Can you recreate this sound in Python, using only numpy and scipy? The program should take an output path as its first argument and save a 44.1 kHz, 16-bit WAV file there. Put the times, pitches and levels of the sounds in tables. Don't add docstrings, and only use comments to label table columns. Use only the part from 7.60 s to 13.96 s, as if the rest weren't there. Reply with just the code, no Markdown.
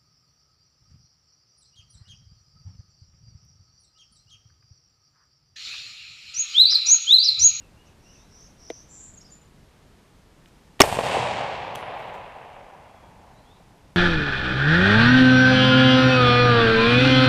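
import sys
import numpy as np
from scipy import signal
from scipy.fft import rfft, irfft, next_fast_len
from scipy.io import wavfile

SR = 44100
rng = np.random.default_rng(int(sys.argv[2]) if len(sys.argv) > 2 else 0)


def log_audio(samples):
    frames = np.atleast_2d(samples).T
    limited = np.clip(frames, -1, 1)
    pcm = np.round(limited * 32767).astype(np.int16)
    wavfile.write(sys.argv[1], SR, pcm)


N = 280476
T = np.arange(N) / SR
BURST_SAMPLES = SR // 4


def undb(db):
    return 10 ** (np.asarray(db) / 20)


def colour(x, points):
    hz, db = np.transpose(points)
    size = next_fast_len(len(x))
    f = np.maximum(np.fft.rfftfreq(size, 1 / SR), 1)
    gain = undb(np.interp(np.log(f), np.log(hz), db)) * f / np.hypot(f, 20)
    return irfft(rfft(x, size) * gain / np.sqrt(np.mean(gain ** 2)), size)[:len(x)]


def noise(points, size=BURST_SAMPLES):
    return colour(rng.standard_normal(size), points)


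def walk(rate_hz):
    knots = rng.standard_normal(1024)
    return np.interp(T * rate_hz, np.arange(len(knots)), knots)


def fade(decay_ms, size=BURST_SAMPLES):
    return np.exp(-T[:size] * 1000 / decay_ms)


def ring(modes):
    t = T[:BURST_SAMPLES]
    return sum(undb(db - 60 * t / t60_s) * np.sin(2 * np.pi * hz * t) for hz, db, t60_s in modes)


def add(out, start_s, sound):
    i = int(start_s * SR)
    out[i:i + len(sound)] += sound[:N - i]


def field(level_db=-54, split_hz=260):
    # (frequency [Hz], relative density [dB])
    spectrum = [(12, -34.5), (20, 1.5), (180, -4.5), (259, -10), (306, -10.5), (342, -12.5), (404, -12),
                (505, -15.5), (549, -15.5), (788, -17.5), (906, -17), (1070, -20), (5090, -29.5),
                (11100, -37), (15500, -46.5)]
    air = undb(level_db) * noise(spectrum, N)
    rumble = signal.sosfiltfilt(signal.butter(2, split_hz, fs=SR, output="sos"), air)
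    hiss = air - rumble
    return rumble * undb(.9 * walk(9)) + hiss * undb(.3 * walk(3))


def insect(pitch_hz=11383, waver_hz=120, pulse_hz=6, level_db=-82):
    turns = pulse_hz * T + .3 * walk(3)
    tone = np.sin(2 * np.pi * np.cumsum(pitch_hz + waver_hz * walk(146.8)) / SR)
    return undb(level_db) * tone * np.maximum(np.sin(2 * np.pi * turns), 0)


def note(length_s, hz, glide_oct, bend_hz, arch=0):
    u = np.linspace(0, 1, int(length_s * SR))
    pitch_hz = hz * 2 ** (glide_oct * (u - .5 - 2 * arch * (u - .5) ** 2)) + bend_hz
    tone = np.sin(2 * np.pi * np.cumsum(pitch_hz) / SR)
    swell = np.sqrt(2 * np.abs(np.sin(np.pi * u)))
    return tone, swell


def whistle(length_s, hz, glide_oct, waver=.00803, arch=0):
    bend_hz = waver * hz * walk(147)[:int(length_s * SR)]
    tone, swell = note(length_s, hz, glide_oct, bend_hz, arch)
    return swell * tone


def buzz(length_s, hz, trill_hz, depth_hz, glide_oct=0, rise_db=0, rasp_db=-12):
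    size = int(length_s * SR)
    u = T[:size] / length_s
    turns = np.cumsum(trill_hz * (1 + .2 * walk(60)[:size])) / SR
    bend = np.sqrt(u) * signal.sawtooth(2 * np.pi * turns, .25) + .3 * walk(500)[:size]
    tone, swell = note(length_s, hz, glide_oct, depth_hz * bend)
    rasp = noise([(.68 * hz, -40), (.8 * hz, -4), (hz, 0), (1.12 * hz, -7), (1.3 * hz, -40)], size)
    firmness = np.minimum(1, .5 + turns / 6)
    return swell * undb(rise_db * (u - .5)) * (firmness * tone + undb(rasp_db) * rasp)


def foliage(x, direct_db, wet_db, t60_s=.38):
    leaves = rng.standard_normal(SR) * undb(-60 * T[:SR] / t60_s)
    scatter = signal.fftconvolve(x, leaves / np.linalg.norm(leaves))[:N]
    return undb(direct_db) * x + undb(wet_db) * scatter


def far_birds(call_hz=2848, rise_s=.11, fall_s=.047, call_oct=.15):
    # (time [s], length [s], pitch [Hz], glide [oct], level [dB])
    whistles = [(0, 0.062, 2700, -0.24, -64), (.58, 0.1, 3793, 0.25, -67), (5.23, 0.265, 3320, -0.019, -70),
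                (5.735, .09, 3980, 0.24, -67), (5.83, .15, 3550, .38, -64.5)]
    # (time [s], level [dB])
    calls = [(.15, -64.5), (0.426, -63.5)]
    out = np.zeros(N)
    for s, length_s, hz, glide_oct, db in whistles:
        add(out, s, undb(db) * whistle(length_s, hz, glide_oct))
    for s, db in calls:
        add(out, s, undb(db) * whistle(rise_s, call_hz, call_oct, waver=.014))
        add(out, s + rise_s, undb(db) * whistle(fall_s, .93 * call_hz, -call_oct, waver=.013))
    return foliage(out, direct_db=-4, wet_db=-2)


def near_bird(trill_start_s=1.283):
    # (time [s], length [s], level [dB])
    buzzes = [(0.247, .04, -62.5), (0.401, .235, -59.5), (0.68, .21, -55), (0.966, 0.27, -51)]
    # (time [s], length [s], pitch [Hz], glide [oct], level [dB])
    chirps = [(1.537, 0.0163, 7270, .18, -48.5), (1.571, 0.022, 6700, .04, -47.5),
              (1.609, 0.015, 5570, 0.29, -50.5), (1.643, .028, 5120, 0.2, -54.5),
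              (1.672, 0.0405, 4713, -0.094, -60), (1.70, 0.0165, 6950, 0.38, -56),
              (1.715, 0.028, 7060, .06, -45)]
    out = np.zeros(N)
    for s, length_s, db in buzzes:
        rising = buzz(length_s, hz=5770, trill_hz=48, depth_hz=547, glide_oct=.1, rise_db=6)
        add(out, s, undb(db) * rising)
    add(out, trill_start_s, undb(-47) * buzz(length_s=.23, hz=7340, trill_hz=135, depth_hz=404))
    add(out, trill_start_s, undb(-60) * buzz(length_s=.126, hz=5970, trill_hz=135, depth_hz=404))
    for s, length_s, hz, glide_oct, db in chirps:
        add(out, s, undb(db) * whistle(length_s, hz, glide_oct, waver=.014, arch=.25))
    return foliage(out, direct_db=-2, wet_db=-4)


def knock(ring_db=-21, tick_db=-35, tick_ms=3.7, highpass_hz=280):
    # (frequency [Hz], level [dB], t60 [s])
    card_modes = [(346, -9.5, 0.0387), (476, -0.5, 0.032), (647, -5, 0.034), (2120, -4.5, 0.0077),
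                  (2800, -9, 0.0113), (3660, -20.5, 0.0078)]
    out = np.zeros(N)
    tick = noise([(1200, -4), (2800, 7), (5000, -8), (10000, -19), (15000, -42)])
    add(out, 1.1019, undb(tick_db) * tick * fade(tick_ms))
    add(out, 1.1025, undb(ring_db) * ring(card_modes))
    return signal.sosfilt(signal.butter(6, highpass_hz, "high", fs=SR, output="sos"), out)


def rifle_action(ring_db=-19, catch_db=3):
    # (time [s], level [dB], decay [ms], hollow body re snap [dB])
    clicks = [(2.859, -55.5, 1.9, 11), (4.151, -41.5, 4.9, 1.5), (4.1565, -31.5, 2.3, 2),
              (4.388, -63.5, 4.75, -3)]
    # (time [s], length [s], level [dB])
    slides = [(2.867, .04, -64), (4.168, .07, -54), (4.318, 0.28, -65), (4.528, 0.076, -63),
              (5.344, 0.039, -69)]
    # (frequency [Hz], level [dB], t60 [s])
    steel_modes = [(6158, -16, .3), (8150, -11, .12), (9706, -8, .5), (11430, -22, .15), (14310, -19, .12)]
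    # (frequency [Hz], relative density [dB])
    snap_spectrum = [(500, 6.5), (4500, -3.5), (7500, 0), (11000, -7.5), (15000, -8.5)]
    # (frequency [Hz], relative density [dB])
    body_spectrum = [(600, -12), (1800, 6.5), (3200, 5), (4200, -6.5), (10000, -36.5)]
    out = np.zeros(N)
    for s, db, decay_ms, body_db in clicks:
        snap = noise(snap_spectrum) + undb(body_db) * noise(body_spectrum)
        add(out, s, undb(db) * snap * fade(decay_ms))
        add(out, s, undb(db + ring_db) * ring(steel_modes))
    pressure = sum(undb(db) * np.interp(T, [s, s + length_s / 4, s + length_s], [0, 1, 0])
                   for s, length_s, db in slides)
    scrape = pressure * undb(catch_db * walk(120)) * noise(snap_spectrum, N)
    return out + scrape


def path_loss(x, start_s, air_db_per_s=.84, ground_db_per_s=5, ground_hz=420):
    hz, t, frames = signal.stft(x, SR, nperseg=512)
    db_per_s = air_db_per_s * (hz / 1000) ** 1.782 + ground_db_per_s / (1 + (hz / ground_hz) ** 4)
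    loss_db = np.outer(db_per_s, np.maximum(t - start_s, 0))
    return signal.istft(frames * undb(-loss_db), SR)[1][:N]


def woods_roll(fade_db_per_s=15, grain_db=2.5, patch_db=2, settle_s=.4, thump_db=-35, thump_ms=100):
    # (first return [s], level [dB], build-up [s])
    stands = [(3.219, -28, 0.0069), (3.42, -23.5, 0.099), (4.1, -36, 0.26), (5.45, -52, .15)]
    # (time [s], level [dB], decay [ms])
    echoes = [(3.2368, -23, 11), (3.275, -31.5, 8.6), (3.326, -27, 4), (3.37, -23, 3.5),
              (3.3888, -19.5, 4.3), (3.410, -24.5, 2.7), (3.437, -22.5, 2.5), (3.467, -24.5, 4),
              (3.568, -25, 7), (3.806, -28, 8)]
    # (frequency [Hz], relative density [dB])
    spectrum = [(30, -27.5), (65, -7.5), (120, -0.5), (200, -5.5), (290, -11), (450, -1.5), (780, 3.5),
                (1000, 0), (1300, -10), (2700, -7), (4000, -14), (6000, -19), (8500, -13), (11000, -20.5),
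                (12200, -17.5), (15000, -28.5)]
    start_s = stands[0][0]
    power = np.zeros(N)
    for s, db, rise_s in stands:
        build_up = np.clip((T - s) / rise_s, 0, 1)
        power += build_up * undb(db - fade_db_per_s * np.maximum(T - s - rise_s, 0)) ** 2
    grain = np.repeat(rng.standard_normal(N // 20 + 1), 20)[:N]
    sparseness = np.exp(-np.maximum(T - start_s, 0) / settle_s)
    returns = rng.standard_normal(N) * np.sqrt(power)
    returns *= undb(grain_db * grain + patch_db * sparseness * walk(70))
    for s, db, decay_ms in echoes:
        thud = noise([(100, -1), (250, -1.5), (500, 1), (1000, -4), (3000, -10.5), (10000, -17.5)])
        add(returns, s, undb(db) * thud * fade(decay_ms))
    out = path_loss(colour(returns, spectrum), start_s)
    thump = noise([(25, -2.5), (50, -2), (120, -4.5), (400, -33.5), (2000, -76)], N)
    add(out, start_s, undb(thump_db) * thump * fade(thump_ms, N))
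    return out


def crack(ring_db=8, hiss_db=-8, hiss_ms=2.9, splash_db=-17, splash_ms=6):
    # (frequency [Hz], level [dB], t60 [s])
    modes = [(2230, -7, 0.014), (2860, -8, .01), (5460, 1, 0.0055), (6250, -10.5, .007)]
    bright = noise([(300, -5), (2300, 1), (4000, -7.5), (6000, 0), (8000, -10.5), (15000, -37.5)])
    burst = np.exp(-(1000 * T[:BURST_SAMPLES] / hiss_ms) ** 4)
    envelope = undb(hiss_db) * burst + undb(splash_db) * fade(splash_ms)
    return undb(ring_db) * ring(modes) + bright * envelope


def shot(striker_db=-33, striker_ms=3.6, front_ms=.3):
    # (time [s], pulse [dB], push [ms], roar [dB], roar decay [ms])
    arrivals = [(3.2032, -2.5, .5, -8, 4), (3.2058, 10, 0.65, 10, 2), (3.21, -13, 1.0, -24, 1.8)]
    # (frequency [Hz], level [dB], t60 [s])
    blast_modes = [(293.2, -12.5, 0.042), (404, -13.5, 0.046), (618, -5, 0.02), (774, -4.5, 0.015),
                   (895, -9.5, 0.023), (1106, -5, 0.022), (1520, -22, .035), (1889, -24, 0.063),
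                   (3460, 2, 0.0035)]
    # (frequency [Hz], relative density [dB])
    roar_spectrum = [(40, 0.5), (200, -9), (450, 2.5), (1000, 4), (1500, -11.5), (2400, -6.5), (3500, 2),
                     (4600, -19), (8500, -11.5), (15000, -33)]
    out = np.zeros(N)
    striker = noise([(300, -4.5), (800, 3), (2000, 3), (4500, -1), (6500, -22.5), (14000, -24)])
    add(out, 3.1942, undb(striker_db) * striker * fade(striker_ms))
    for s, pulse_db, push_ms, roar_db, roar_ms in arrivals:
        pulse = np.gradient(T[:BURST_SAMPLES] * fade(push_ms)) * SR
        front = 1 - fade(front_ms)
        add(out, s, -undb(pulse_db) * (pulse + ring(blast_modes)) * front)
        add(out, s, undb(roar_db) * noise(roar_spectrum) * fade(roar_ms))
    add(out, 3.2172, crack())
    return out


def scene():
    mix = shot() + woods_roll() + knock() + rifle_action() + field() + insect()
    return (mix + near_bird() + far_birds())[None]


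def record(dry, ceiling=.94, lowpass_hz=15300):
    lowpass = signal.ellip(8, .1, 60, lowpass_hz, fs=SR, output="sos")
    return signal.sosfiltfilt(lowpass, np.clip(dry, -ceiling, ceiling))


dry = scene()
out = record(dry)
log_audio(out)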